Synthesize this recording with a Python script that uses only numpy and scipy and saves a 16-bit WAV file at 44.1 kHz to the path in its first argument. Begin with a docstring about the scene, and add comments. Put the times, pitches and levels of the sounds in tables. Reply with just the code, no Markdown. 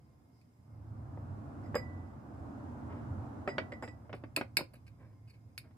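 """Far traffic hums behind a garden breakfast table, louder in the middle stretch. Close by, a cup rings as it
leaves its saucer and rattles back; then fork and knife clink in a ceramic dish and jolt the table as the
traffic grows quieter again. Each contact is a short chatter that rings the modes of china or table top, with a
crack and a brief tail. The background is shaped noise: engine throb, tyre roar, garden hush, thin whistles and
one far chirp."""
import sys
import numpy as np
from scipy import signal
from scipy.fft import rfft, irfft
from scipy.io import wavfile
from scipy.ndimage import uniform_filter1d

SR = 44100
rng = np.random.default_rng(int(sys.argv[2]) if len(sys.argv) > 2 else 0)


def inscribe(sig):
    """Save sig as 16-bit PCM at rate SR to the path in sys.argv[1].

    A 1-D sig is mono; a 2-D sig holds one channel per row.
    Samples are clipped to [-1, 1] before scaling.
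    """
    pcm = np.round(np.clip(np.atleast_2d(sig).T, -1, 1) * 32767)
    wavfile.write(sys.argv[1], SR, pcm.astype(np.int16))


N = 254456

# The long ring of the free cup. Each row: pitch in Hz, level in dB, t60 in seconds.
CUP_MODES = [(1971, -17, .75), (1998, -18, .35), (4931, -9, .16), (7520, -7, .15), (7585, -14, .14),
             (11570, -25, .13), (12830, -17, .12)]
# The lift. Each row: start in seconds, level in dB, hardness in dB per octave, chatter in seconds.
CUP_LIFT = [(1.753, -37.5, 0.5, 0.003)]


def cup():
    """The lifted cup rings free, its close pairs of modes beating."""
    return strike(CUP_MODES, CUP_LIFT, spread_db=-1.5, blur=0, touch_s=0.00063,
                  grit_db=-20.0, grit_hz=7800, pan_db=-3.0, cluster=1)


# The choked ring of cup on saucer. Each row: pitch in Hz, level in dB, t60 in seconds.
SAUCER_MODES = [(1968, -7, .26), (2015, -11, .06), (4990, -17, .13), (5040, -10, .08), (7585, -16, .09),
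                (7750, -18, .05), (9776, -32, .1), (11600, -26, .09), (13000, -37, .07)]
# The rattles. Each row: start in seconds, level in dB, hardness in dB per octave, chatter in seconds.
SAUCER_TOUCHES = [(1.636, -67.5, -5, 0.016), (1.66, -77, 0, 0.007), (3.476, -48.5, -2, 0.027),
                  (3.585, -49, -14, 0.015), (3.721, -49.5, -7.5, 0.011), (3.824, -51.5, -1.5, 0.02),
                  (3.877, -60.5, 0.5, 0.017)]


def saucer():
    """Cup and saucer touch and ring briefly together, with a new colour at each touch."""
    return strike(SAUCER_MODES, SAUCER_TOUCHES, spread_db=5.5, blur=.003, touch_s=0.00024,
                  grit_db=-22.0, grit_hz=6000, pan_db=-2.0, cluster=3)


# The tight, bright voice of the dish. Each row: pitch in Hz, level in dB, t60 in seconds.
DISH_MODES = [(1600, -5, 0.02), (2250, -5, 0.074), (2448, 2.5, 0.026), (2594, -2, 0.03),
              (2726, -11.5, 0.048), (3806, -15, 0.078), (4115, -12, 0.044), (4398, -1, 0.041),
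              (4853, 0, 0.027), (5800, -29.5, 0.035), (7900, -13.5, 0.044), (7820, -2.5, 0.0093),
              (8830, -8, .028), (10680, -6, 0.042), (11510, -15, .03), (11900, -10.5, 0.049),
              (14400, -18, .04)]
# Cutlery hits. Each row: start in seconds, level in dB, hardness in dB per octave, chatter in seconds.
CUTLERY_CLINKS = [(0.4135, -84, 1, 0.0019), (4.141, -69.5, -1, 0.027), (4.363, -40, 1.5, 0.0029),
                  (4.412, -58, -6.5, 0.0027), (4.569, -33, 0, 0.00062), (4.735, -78, 6, 0.0076),
                  (4.753, -73.5, 1, 0.0087), (4.866, -73, -1.5, 0.0067), (4.878, -68.5, -3, 0.0044),
                  (5.275, -75.5, -1, 0.017), (5.298, -72, 0, 0.0091), (5.335, -74.5, -5, 0.02),
                  (5.578, -51, 1, 0.0033)]


def dish():
    """Fork and knife strike the ceramic, whose modes die almost at once."""
    return strike(DISH_MODES, CUTLERY_CLINKS, spread_db=0.5, blur=.025, touch_s=0.0018,
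                  grit_db=1.5, grit_hz=11100, pan_db=0.1, cluster=5)


# The body of the table top. Each row: pitch in Hz, level in dB, t60 in seconds.
TABLE_MODES = [(150.3, -18.5, 0.11), (250, -7.5, 0.023), (319, -2.5, 0.04), (395.4, -8.5, 0.083),
               (523, -6.5, 0.088), (614.3, -3, 0.045), (783, 0, 0.018), (990, -1.5, 0.021),
               (1297, -4.5, 0.039), (1510, -4.5, 0.033), (2180, -10, 0.077), (2430, -17, 0.044),
               (2844, -18.5, 0.055), (3530, -17, 0.018), (4690, -25.5, 0.052)]
# Jolts. Each row: start in seconds, level in dB, hardness in dB per octave, low thud gain in dB.
TABLE_KNOCKS = [(1.174, -70, -7.5, -8), (1.745, -44, -2.5, -19), (1.755, -40.5, -4.5, -27),
                (3.476, -39, -1, -10), (3.488, -50.5, -3.5, -15), (3.582, -33.5, 1, -6),
                (3.723, -55, -3, -12), (3.825, -51.5, -3, -19), (3.836, -50.5, -2.5, -11),
                (3.877, -55.5, 1, -11), (4.054, -73.5, -3.5, -21), (4.095, -59.5, -3, -21),
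                (4.129, -48.5, 1.5, -4.5), (4.139, -56, -4, -0.5), (4.238, -55.5, -1, 7),
                (4.372, -39.5, 0, -1), (4.386, -61, -4.5, 1.5), (4.411, -42, -1, -4),
                (4.572, -63, -7, -3.5), (4.591, -54, -5, -11), (4.608, -49.5, -1, 2.5),
                (4.738, -67, -1.5, -8), (5.708, -74.5, -1, -10)]
# Short drags. Each row: start in seconds, level in dB, length in seconds.
TABLE_SLIDES = [(2.878, -55, 0.091), (4.979, -65.5, 0.096), (5.627, -70.5, 0.046)]


def table(knock_chatter_s=0.0064, slide_hard_db=-2.5):
    """Knocks pass into the table top; something dragged across it rings it with a longer chatter."""
    knocks = [(s, db, hard_db, knock_chatter_s, thud_db) for s, db, hard_db, thud_db in TABLE_KNOCKS]
    slides = [(s, db, slide_hard_db, length_s) for s, db, length_s in TABLE_SLIDES]
    return strike(TABLE_MODES, knocks + slides, spread_db=1.0, blur=.075, touch_s=0.00062,
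                  grit_db=10.5, grit_hz=2370, pan_db=-1.3, cluster=5)


# Width: the ring that is out of step at the two microphones. Each row: frequency in Hz, level in dB.
RING_WIDTH = [(200, -25.5), (700, -13.5), (1300, -5), (2500, 4), (4500, 0), (8000, -4.5), (13000, 1.5)]


def strike(modes, contacts, spread_db, blur, touch_s, grit_db, grit_hz, pan_db, cluster, thud_hz=350):
    """Each contact chatters and rings the modes, each a cluster whose pitches scatter by blur."""
    hz, db, t60 = np.transpose(np.repeat(modes, cluster, axis=0))[:, :, None]
    t = np.arange(round(min(0.71 * t60.max() + .02, .45) * SR)) / SR
    contact_t = np.arange(8000) / SR
    decay = np.log(1000) / t60
    rise = np.sin(np.pi / 2 * np.minimum(t / touch_s, 1)) ** 2  # the blow takes a moment
    out = np.zeros((2, N))
    for s, level_db, hard_db, chatter_s, *thud_db in contacts:
        spot, detune, start, turn = rng.standard_normal((4, *hz.shape))
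        colour_db = hard_db * np.log2(hz / 2000) + sum(thud_db) * (hz < thud_hz)
        strength = gain_of(db + colour_db + spread_db * spot)[:, 0]  # the spot hit changes the mix
        phase = 2 * np.pi * (hz * (1 + blur * detune) * t + .06 * start)
        ring = np.exp(1j * phase - decay * t)
        width = (gain_of(read(RING_WIDTH, hz)) * np.exp(.5j * turn))[:, 0]
        mid = rise * (strength @ ring).imag
        side = rise * (strength * width @ ring).real

        pace = contact_t / chatter_s
        slips, grit_mid, grit_side = rng.standard_normal((3, len(pace))) * gain_of(-12 * pace)
        force = .5 * slips * (rng.random(len(pace)) < .06) * np.minimum(2 * pace, 1)  # sparse rebounds
        force[0] = np.exp(-chatter_s / 0.025)  # a slide has no sharp first touch
        force /= np.linalg.norm(force)
        sound = signal.oaconvolve([mid + side, mid - side], force[None], axes=1)

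        # The many small modes merge into one broad crack.
        top_hz = min(grit_hz * gain_of(hard_db), SR * .45)
        band = signal.butter(3, [300, top_hz], "band", fs=SR, output="sos")
        grit = grit_mid + 0.39 * np.outer([1, -1], grit_side)
        crack = signal.sosfilt(band, grit * np.minimum(2 * pace + force[0], 1))
        sound[:, :len(pace)] += gain_of(grit_db) * crack / (chatter_s / 0.0097) ** .5
        add(out, s, gain_of(level_db) * sound)
    return out * gain_of([[pan_db / 2], [-pan_db / 2]])


# The treble leans right. Each row: frequency in Hz, left minus right in dB.
TREBLE_PAN = [(1000, 1.5), (4500, -2.5), (7000, -6), (14000, -3.5)]


def tableware():
    """All the close sounds, panned by frequency, with the deep bass taken off."""
    hits = cup() + saucer() + dish() + table()
    pan = gain_of(np.outer([.5, -.5], read(TREBLE_PAN, np.fft.rfftfreq(N, 1 / SR))))
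    panned = irfft(rfft(hits) * pan, N)
    return signal.sosfilt(signal.butter(2, 110., "high", fs=SR, output="sos"), panned)


# The length of the tail. Each row: frequency in Hz, t60 in seconds.
TAIL_DECAY = [(200, 0.18), (1000, 0.16), (4000, 0.16), (12000, 0.13)]


def outdoor_tail(x):
    """A short, diffuse outdoor tail, each band dying at its own speed."""
    taps = np.zeros((2, SR // 2))
    slots = np.arange(100, SR // 2 - 20, 20)
    arrivals = slots + rng.integers(0, 20, (2, len(slots)))
    np.put_along_axis(taps, arrivals, rng.choice([-1., 1.], arrivals.shape), 1)
    hz, t, bands = signal.stft(taps, SR, nperseg=256)
    fade = gain_of(-60 * t / read(TAIL_DECAY, hz)[:, None])
    tail = signal.istft(bands * fade, SR, nperseg=256)[1]
    return signal.fftconvolve(x, tail / np.linalg.norm(tail[0]), axes=1)[:, :N]


# The loudness of the traffic roar. Each row: time in seconds, level in dB.
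ROAR_LEVEL = [(0.0, -69.5), (0.27, -69.5), (0.54, -76.5), (0.71, -63.5), (1.01, -54.5), (1.3, -51),
              (1.77, -48), (2.2, -53), (2.47, -48), (3.12, -46.5), (3.65, -48.5), (3.92, -56.5),
              (4.98, -69.5), (5.59, -72.5), (5.77, -69)]
# The colours of tyres and engines. Each row: frequency in Hz, relative level in dB.
TYRE_SPECTRUM = [(150, -38), (175, -28.5), (220, 3), (255, -5.5), (290, -0.5), (350, -12), (450, -16.5),
                 (700, -12.5), (1390, -21.5), (2200, -38.5), (3500, -48), (5800, -51.5), (7200, -49.5),
                 (14000, -60), (15900, -88)]
ENGINE_SPECTRUM = [(18, -54), (30, -16.5), (48, -13), (81, 0), (126, 1), (167, -12), (200, -21.5),
                   (260, -37.5), (440, -120)]
# Engines surge or ease off. Each row: centre in seconds, gain in dB, half width in seconds.
ENGINE_SURGES = [(.46, -8.5, 0.28), (1.299, 4.5, 0.74), (3.121, 5.5, 0.14), (4.9, 2.5, 0.13)]
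# The glide of the throb. Each row: time in seconds, pitch in Hz.
ENGINE_PITCH = [(0, 123.2), (.8, 108.2), (2.4, 83), (3.6, 92.3), (4.1, 110.3), (5.77, 109.7)]


def traffic(quiet_roar_db=-70, quiet_engine_db=-57, engine_follow=0.44):
    """Traffic roar, louder in the middle and quieter at both ends; a low throb partly follows it."""
    t = np.arange(N) / SR
    roar_db = np.interp(t, *np.transpose(ROAR_LEVEL))
    surge_db = sum(db * np.exp(-((t - s) / half_s) ** 2) for s, db, half_s in ENGINE_SURGES)
    engine_db = quiet_engine_db + engine_follow * (roar_db - quiet_roar_db) + surge_db
    pitch_hz = np.interp(t, *np.transpose(ENGINE_PITCH))
    rumble = shaped_noise(ENGINE_SPECTRUM, patchy_db=-1.5, size=4096)
    throb = resonate(rumble, pitch_hz, width_hz=4.9)
    throb = unit_rms(resonate(throb, pitch_hz, width_hz=21.0))
    tyres = shaped_noise(TYRE_SPECTRUM, patchy_db=0.5, size=2048)
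    return gain_of(engine_db) * unit_rms(throb + 2.0 * rumble) + gain_of(roar_db) * tyres


# The dark bed of garden air. Each row: frequency in Hz, relative level in dB.
HUSH_SPECTRUM = [(170, -13), (220, -6.5), (400, -20.5), (750, -26), (1300, -36.5), (2130, -36),
                 (3010, -43.5), (6590, -43.5), (15500, -42), (15850, -75)]


def garden_hush():
    """A soft, steady noise under everything."""
    return gain_of(-67) * shaped_noise(HUSH_SPECTRUM, patchy_db=1.6, size=1024)


# Thin tones. Each row: pitch in Hz, bandwidth in Hz, level in dB.
WHISTLE_TONES = [(1040, 4.3, -84), (2136, 10, -91.5), (5040, 24, -92)]


def whistles():
    """Noise through narrow resonances makes faint tones that waver."""
    return sum(gain_of(db) * unit_rms(resonate(rng.standard_normal((2, N)), hz, width_hz))
               for hz, width_hz, db in WHISTLE_TONES)


# A far call. Each row: start and length in seconds, first and last pitch in Hz, level in dB.
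BIRD_CHIRPS = [(0.278, 0.21, 5100, 4940, -82)]


def bird():
    """A fuzzy, distant chirp: noise through a slightly falling resonance."""
    out = np.zeros((2, N))
    for s, length_s, from_hz, to_hz, db in BIRD_CHIRPS:
        n = round(length_s * SR)
        tone = resonate(rng.standard_normal((2, n)), np.linspace(from_hz, to_hz, n), width_hz=300.)
        add(out, s, gain_of(db) * unit_rms(tone) * np.hanning(n))
    return out


# The noise beds: centred bass, wide treble. Each row: frequency in Hz, left-right correlation.
STEREO_LIKENESS = [(60, 0.98), (180, 0.93), (550, 0.33), (1650, -0.27), (4970, 0.16), (15000, -0.81)]


def shaped_noise(spectrum, patchy_db, size):
    """Stereo noise from random short-time spectra with drifting louder and softer patches."""
    frames, hz = 4 * N // size + 5, np.fft.rfftfreq(size, 1 / SR)
    left_re, left_im, apart_re, apart_im, patches = rng.standard_normal((frames, len(hz), 5)).T
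    patches = uniform_filter1d(patches, size=8, axis=0)  # smooth across frequency
    patches = unit_rms(uniform_filter1d(patches, size=14 * 1024 // size, axis=1))  # and over time
    likeness = read(STEREO_LIKENESS, hz)[:, None]
    left = left_re + 1j * left_im
    right = likeness * left + np.sqrt(1 - likeness ** 2) * (apart_re + 1j * apart_im)
    bands = np.array([left, right]) * gain_of(read(spectrum, hz)[:, None] + patchy_db * patches)
    return unit_rms(signal.istft(bands, nperseg=size, noverlap=size * 3 // 4)[1][:, :N])


def resonate(x, hz, width_hz):
    """A resonance that can glide: shifts hz down to zero, smooths, and shifts back."""
    carrier = np.exp(2j * np.pi * np.cumsum(hz * np.ones(x.shape[-1])) / SR)
    pole = np.exp(-np.pi * width_hz / SR)
    return 2 * (carrier * signal.lfilter([1 - pole], [1, -pole], x / carrier)).real


def gain_of(db):
    """Turns dB into a factor."""
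    return 10 ** (np.asarray(db) / 20)


def unit_rms(x):
    """Scales to rms 1."""
    return x / np.sqrt(np.mean(x ** 2) + 1e-20)


def read(points, hz):
    """Reads a table on a log-frequency axis."""
    point_hz, value = np.transpose(points)
    return np.interp(np.log(hz + 1), np.log(point_hz + 1), value)


def add(mix, s, sound):
    """Mixes a two-channel sound in at s seconds."""
    part = mix[:, round(s * SR):][:, :sound.shape[1]]
    part += sound[:, :part.shape[1]]


def scene():
    """Tableware and its short tail up front, the far sounds behind and slightly to the right."""
    near = tableware()
    far = traffic() + garden_hush() + whistles() + bird()
    return near + gain_of(-10.0) * outdoor_tail(near) + far * gain_of([[-.8], [.8]])


def record(dry):
    """The microphones lose the deep bass; a steep band limit takes off the highest treble."""
    thin = signal.sosfilt(signal.butter(3, 55., "high", fs=SR, output="sos"), dry)
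    band_limit = signal.firwin(511, 16600, window=("kaiser", 9), fs=SR)
    return signal.oaconvolve(thin, band_limit[None], "same")


dry = scene()
out = record(dry)
inscribe(out)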